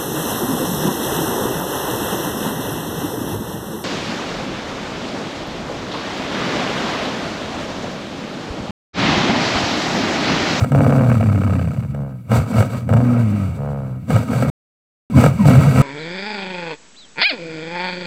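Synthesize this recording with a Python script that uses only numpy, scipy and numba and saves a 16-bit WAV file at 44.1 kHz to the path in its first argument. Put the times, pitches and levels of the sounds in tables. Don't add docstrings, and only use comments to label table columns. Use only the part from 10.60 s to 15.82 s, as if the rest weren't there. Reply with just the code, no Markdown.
import sys
import numpy as np
from scipy import signal
from scipy.io import wavfile
from scipy.ndimage import uniform_filter1d
from numba import njit

SR = 44100
rng = np.random.default_rng(int(sys.argv[2]) if len(sys.argv) > 2 else 0)


def volts(x):
    e = np.asarray(x, float) / 20
    return 10 ** e


def unload_wav(signal):
    wavfile.write(
        sys.argv[1],
        SR,
        np.round(np.clip(np.atleast_2d(signal).T, -1, 1) * 32767).astype(np.int16),
    )


N = 230142

# pitch in Hz, width in Hz, level in dB.
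THROAT = [(450, 295, 0), (748, 474, -5.5), (916, 40.7, -5.5), (1279, 81, -3), (1570, 132, -10.5)]
# pitch in Hz, width in Hz, level in dB.
KNOCK = [(493, 133, 4), (727, 338, -1.5), (972, 238, -5.5), (1460, 310, -17)]
# pitch in Hz, width in Hz, level in dB.
MUZZLE = [(1922, 43, -0.5), (2232, 93, 5), (2628, 230, -7.5), (2877, 140, -4.5)]
# pitch in Hz, width in Hz, level in dB.
TEETH = [(3610, 740, 5.5), (4680, 234, 5.5), (5995, 620, 5.5), (6580, 520, -4.5), (7730, 800, 7),
         (9730, 680, -7), (13400, 2300, -2)]


def dog():
    tissue = {"rattle": (.04, .62, .9), "rumble": (.033, .15, .89), "mutter": (.05, .12, .86),
              "hum": (.015, .55, .35), "drone": (.017, .25, .3), "creak": (.008, .93, .02),
              "murmur": (.013, .8, .02), "fade": (.035, .35, .05), "snort": (.1, .1, .55),
              "snarl": (.055, .35, .4), "whine": (.03, .2, .1)}
    colour = {"rattle": (-4.5, -8.5, -27), "rumble": (-5.5, -10, -23.5), "mutter": (-11, -15.5, -27),
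              "hum": (-1.5, -13.5, -28.5), "drone": (-5, -23.5, -31.5), "creak": (-12, -12, -35),
              "murmur": (-10.5, -15, -33), "fade": (-13, -24.5, -32.5), "snort": (-4, -8.5, -20.5),
              "snarl": (-3, -13, -22), "whine": (0, -12.5, -18)}
    # its lower edge in Hz, its upper edge in Hz.
    valley_hz = (298, 395)

    hz, chest_db, jaw_db, lean_db = breathing()
    jitter, snap, depth = manner(tissue)
    pipe_db, throat_db, mouth_db = manner(colour)
    throat_db = throat_db + jaw_db
    mouth_db = mouth_db + 0.86 * jaw_db
    hz = hz * np.exp(0.5 * jitter * drift(30))
    throb_db = 8.5 * np.sqrt(jitter) * drift(35) - lean_db

    fold, flap, air = folds_and_palate(hz, jitter, depth)
    chest, pipe = chest_and_windpipe(fold, flap, jitter, valley_hz[0])
    throat = throat_sound(fold, flap, air, snap, depth, valley_hz[1])
    mouth = mouth_sound(fold, flap, air, jitter, snap, depth)

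    body = volts(throb_db) * even(chest) + volts(pipe_db - throb_db) * even(pipe)
    upper = volts(throat_db) * even(throat) + volts(mouth_db) * mouth
    return volts(chest_db) * (body + upper)


def breathing():
    # time in seconds, fold rate in Hz, effort in dB, jaw opening in dB.
    growl_a = [
        (0.101, 133.3, -17.5, -12),
        (0.15, 136.5, -11.5, 0.5),
        (0.301, 141.8, -13, 2.5),
        (0.5, 118.2, -12, -2),
        (0.741, 98.8, -15, -4.5),
        (1.05, 88, -18, -0.5),
        (1.268, 68.47, -24, -0.5),
        (1.392, 70.4, -21.5, -1),
        (1.641, 59.12, -34, 1),
    ]
    # time in seconds, fold rate in Hz, effort in dB, jaw opening in dB.
    growl_b = [
        (2.258, 102.9, -26.5, -13.5),
        (2.31, 110.3, -11, -2.5),
        (2.409, 125, -13, -4),
        (2.582, 118.8, -15, 2),
        (2.67, 103.8, -15, 3),
        (2.819, 98.4, -20, 9),
        (2.971, 70.74, -24, 6),
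        (3.08, 71.85, -22.5, 5),
        (3.41, 61, -26.5, -2),
    ]
    # time in seconds, fold rate in Hz, effort in dB, jaw in dB, lean to windpipe in dB.
    snarl_a = [
        (4.5, 245, -28, 2.5, 7),
        (4.54, 140.2, -16.5, -8, -3.5),
        (4.575, 125, -2.5, -4, 2.5),
        (4.62, 127.9, -13, 7, 2.5),
        (4.665, 154.9, -10.5, 2.5, -2.5),
        (4.7, 125, -20.5, 5, -1.5),
        (4.745, 169, -25, 3, -7.5),
    ]
    # time in seconds, fold rate in Hz, effort in dB, jaw in dB, lean to windpipe in dB.
    snarl_b = [
        (4.766, 251.5, -26.5, 1.5, -7),
        (4.81, 195.9, -13, -7.5, 2.5),
        (4.845, 157.6, -16.5, -3.5, -3),
        (4.867, 141.3, -7, -1, -2),
        (4.898, 127.7, -7, 1.5, 4.5),
        (4.95, 116.5, -9.5, 1, -1.5),
        (4.99, 149.8, -11.5, 3, -3.5),
        (5.138, 116.7, -17.5, 5, -3),
        (5.199, 149.9, -7.5, 4, -2.5),
    ]
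    # start in seconds, rise in seconds, length in seconds, effort in dB, rate in Hz.
    snorts = [
        (-0.03, 0.044, 0.091, -16.5, 132),
        (1.691, 0.037, 0.17, -12.5, 120),
        (1.89, 0.095, 0.2, -12.5, 112),
        (2.098, 0.068, .095, -21.5, 124),
        (3.475, .04, 0.1847, -15, 117),
        (3.674, 0.049, .3, -18, 122),
    ]
    gap_db = -27
    sink_db = 5

    rows = [(*row, 0) for row in growl_a + growl_b] + snarl_a + snarl_b
    for s, rise_s, length_s, db, hz in snorts:
        fall_s = min(0.098, length_s - rise_s - .01)
        rows.append((s, hz, gap_db, 1.5, sink_db))
        rows.append((s + rise_s, hz, db, 0, 0))
        rows.append((s + length_s - fall_s, hz, db, 0, -sink_db / 2))
        rows.append((s + length_s, hz, gap_db, -0.5, 0))
    return controls(sorted(rows))


def manner(table):
    # start in seconds, name of the manner.
    phrases = [(0, "snort"), (0.107, "rattle"), (.49, "rumble"), (1.009, "mutter"), (1.26, "fade"),
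               (1.34, "creak"), (1.49, "murmur"), (1.57, "fade"), (1.69, "snort"), (2.27, "rattle"),
               (2.441, "hum"), (2.62, "drone"), (2.861, "fade"), (2.982, "creak"), (3.24, "murmur"),
               (3.39, "fade"), (3.484, "snort"), (4.2, "snarl"), (4.76, "whine"), (4.854, "snarl")]
    starts, names = zip(*phrases)
    now = np.searchsorted(starts[1:], np.arange(N) / SR)
    values = np.array([table[name] for name in names], float).T
    blend_s = 0.029
    return uniform_filter1d(values[:, now], int(blend_s * SR))


def folds_and_palate(hz, jitter, depth):
    luck = rng.standard_normal((N // 100, 3)).T.copy()
    fold, fold_phase, k = cycles(hz, jitter, luck[0])
    waver = 30 * uniform_filter1d(uniform_filter1d(rng.standard_normal(N), 900), 900)
    steady_count = palate()
    count = np.maximum.accumulate(steady_count + 15 * jitter ** 2 * waver)
    j, flap_phase = count.astype(int), count % 1
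    choke = 1 - .5 * depth * np.cos(2 * np.pi * flap_phase)
    fold = fold * volts(20 * jitter * luck[1][k]) * choke
    flap = np.diff(j, prepend=j[0]) * depth * volts(3.5 * luck[2][j])
    since_s = flap_phase / np.gradient(steady_count) / SR
    reopening = .8 * np.exp(-((since_s - .0105) / .0038) ** 2) * volts(2.2 * luck[2][j + 1])
    puff = reopening + .7 * np.exp(-since_s / .002)
    air = (1 - depth + 1.35 * depth * puff) * (1.24 + np.exp(-fold_phase / 1.8))
    return fold, flap, air


@njit
def cycles(hz, jitter, chance):
    pulses, phase, count = np.zeros(len(hz) + 1), np.empty(len(hz)), np.empty(len(hz), np.int64)
    p, k = 0., 0
    for i in range(len(hz)):
        step = hz[i] * np.exp(jitter[i] * chance[k]) / SR
        p += step
        if p >= 1:
            p, k = p - 1, k + 1
            pulses[i] += p / step
            pulses[i + 1] += 1 - p / step
        phase[i], count[i] = p, k
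    return pulses[:-1], phase, count


def palate():
    # start in seconds, flaps per second.
    runs = [
        (0, 33.6),
        (.119, 33.8),
        (.3822, 37),
        (.5698, 34),
        (.954, 33.3),
        (1.224, 41),
        (2.291, 27),
        (2.44, 62),
        (2.6, 40),
        (5.3, 40),
    ]
    s, rate = np.transpose(runs)
    flaps = np.round(rate[:-1] * np.diff(s))
    return np.interp(np.arange(N) / SR, s, np.cumsum(np.r_[0, flaps]))


def chest_and_windpipe(fold, flap, jitter, top_hz):
    # pitch in Hz, width in Hz, level in dB.
    chest = [(84.3, 22.7, -0.5), (125, 37.8, 6.5)]
    # pitch in Hz, width in Hz, level in dB.
    windpipe = [(226.6, 39.1, 2.57), (242.2, 47.1, 1.5)]
    eddies = (0.0079 + 0.66 * jitter) * rng.standard_normal(N)
    low = fold + .5 * flap + eddies
    low = edge(edge(low, top_hz, "low"), top_hz, "low")
    return tract(low, chest, twice=True), tract(low, windpipe, twice=True)


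def throat_sound(fold, flap, air, snap, depth, bottom_hz):
    rush = air * rng.standard_normal(N)
    throat = tract(.85 * (1 - snap) * rush, THROAT) - tract(12 * snap * fold + 17 * flap, KNOCK)
    tick = band(flap * depth * (1 - snap), 1600, 2010)
    tick = volts(9) * edge(edge(tick, 2520, "low"), 3000, "low")
    return edge(throat - tick, bottom_hz, "high")


def mouth_sound(fold, flap, air, jitter, snap, depth):
    rush = air * rng.standard_normal(N)
    muzzle = tract(1.3 * (1 - 0.54 * snap) * rush - 9 * snap * fold - 20 * flap, MUZZLE, twice=True)
    flow = (0.45 + uniform_filter1d(air, int(0.0013 * SR))) ** 0.29
    teeth = tract(flow * volts(2.3 * drift(40)) * rng.standard_normal(N), TEETH, twice=True)
    teeth_db = -7.0 + 62.0 * jitter + 0.61 * snap - 3.26 * depth
    return volts(-1.5) * even(muzzle) + volts(teeth_db) * even(teeth)


def slaps():
    # time in seconds, peak level in dB.
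    snaps = [(0.044, -5), (0.119, -4.5), (1.347, -16.5), (1.717, -1), (1.983, -3), (2.005, -1),
             (2.025, -4.5), (2.291, -7.5), (2.336, -3.5), (2.369, -8), (3.504, -3), (3.563, -0.5),
             (3.732, -6.5), (3.824, -2.5), (3.85, -19.5), (4.639, 6), (4.662, 4.5), (4.855, -4),
             (4.884, -4), (4.953, -2)]
    hits = np.zeros(N)
    for s, db in snaps:
        hits[int(s * SR)] = volts(db)
    crack = rng.standard_normal(300) * np.exp(-np.arange(300) / 150.0)
    knock = 6 * hits + np.convolve(hits, crack)[:N]
    throat = -volts(7.0) * tract(knock, KNOCK) + volts(6) * tract(knock, THROAT[2:])
    return throat - volts(-12.5) * tract(knock, MUZZLE) + volts(-31) * tract(knock, TEETH)


def nostril():
    # start in seconds, length in seconds, first pitch in Hz, last pitch in Hz, level in dB.
    whistles = [
        (4.517, 0.084, 1033, 986, -33),
        (4.767, .14, 1104, 728, -31.5),
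    ]
    edge_s = 0.021
    t, out = np.arange(N) / SR, 0
    flutter = even(edge(rng.standard_normal(N), 45, "low"))
    for s, length_s, from_hz, to_hz, db in whistles:
        hz = np.interp(t, [s, s + length_s], [from_hz, to_hz])
        swell = np.clip(np.minimum(t - s, s + length_s - t) / edge_s, 0, 1) ** 2
        tone = np.sqrt(2) * np.cos(2 * np.pi * np.cumsum(hz) / SR)
        out = out + volts(db) * swell * flutter * tone
    return out


def room(x):
    t60_s, tail_db = .12, -15
    t = np.arange(int(.2 * SR)) / SR
    tail = rng.standard_normal(len(t)) * volts(-60 * t / t60_s) * (t > .004)
    tail = tail / np.sqrt(np.sum(tail ** 2))
    tail = signal.lfilter(*signal.butter(2, 400, "high", fs=SR), tail)
    return x + volts(tail_db) * signal.fftconvolve(x, tail)[:N]


def microphone_hiss():
    return volts(-63) * edge(rng.standard_normal(N), 9000, "high")


def band(x, hz, width):
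    return signal.lfilter(*signal.iirpeak(hz, hz / width, fs=SR), x)


def tract(x, modes, twice=False):
    out = 0
    for k, (hz, width, db) in enumerate(modes):
        if twice:
            ring = band(band(x, hz, 2.21 * width), hz, 2.21 * width)
        else:
            ring = band(x, hz, width)
        out = out + (-1) ** k * volts(db) * ring
    return out


def edge(x, hz, kind):
    return signal.sosfilt(signal.butter(4, hz, kind, fs=SR, output="sos"), x)


def even(x, span_s=.09):
    k = int(span_s * SR)
    return x / np.sqrt(uniform_filter1d(uniform_filter1d(x ** 2, k), k) + 1e-18)


def drift(rate_hz):
    k = int(SR / rate_hz)
    return even(uniform_filter1d(uniform_filter1d(rng.standard_normal(N), k), k), 0.95)


def controls(rows):
    s, *columns = np.transpose(rows)
    return [np.interp(np.arange(N) / SR, s, c) for c in columns]


def scene():
    return (room(dog() + slaps() + nostril()) + microphone_hiss())[None]


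def top_cut(x):
    return signal.sosfilt(signal.butter(12, 15670, fs=SR, output="sos"), x)


def record(dry):
    # its start in seconds, its end in seconds.
    pause_s = (3.9, 4.5)
    t = np.arange(N) / SR
    on = (t < pause_s[0]) | (t > pause_s[1])
    rounded = np.tanh(0.84 * edge(dry, 59, "high")) / 0.86
    mix = np.clip(rounded, -1, 1) * uniform_filter1d(1. * on, 40)
    return top_cut(mix)


dry = scene()
out = record(dry)
unload_wav(out)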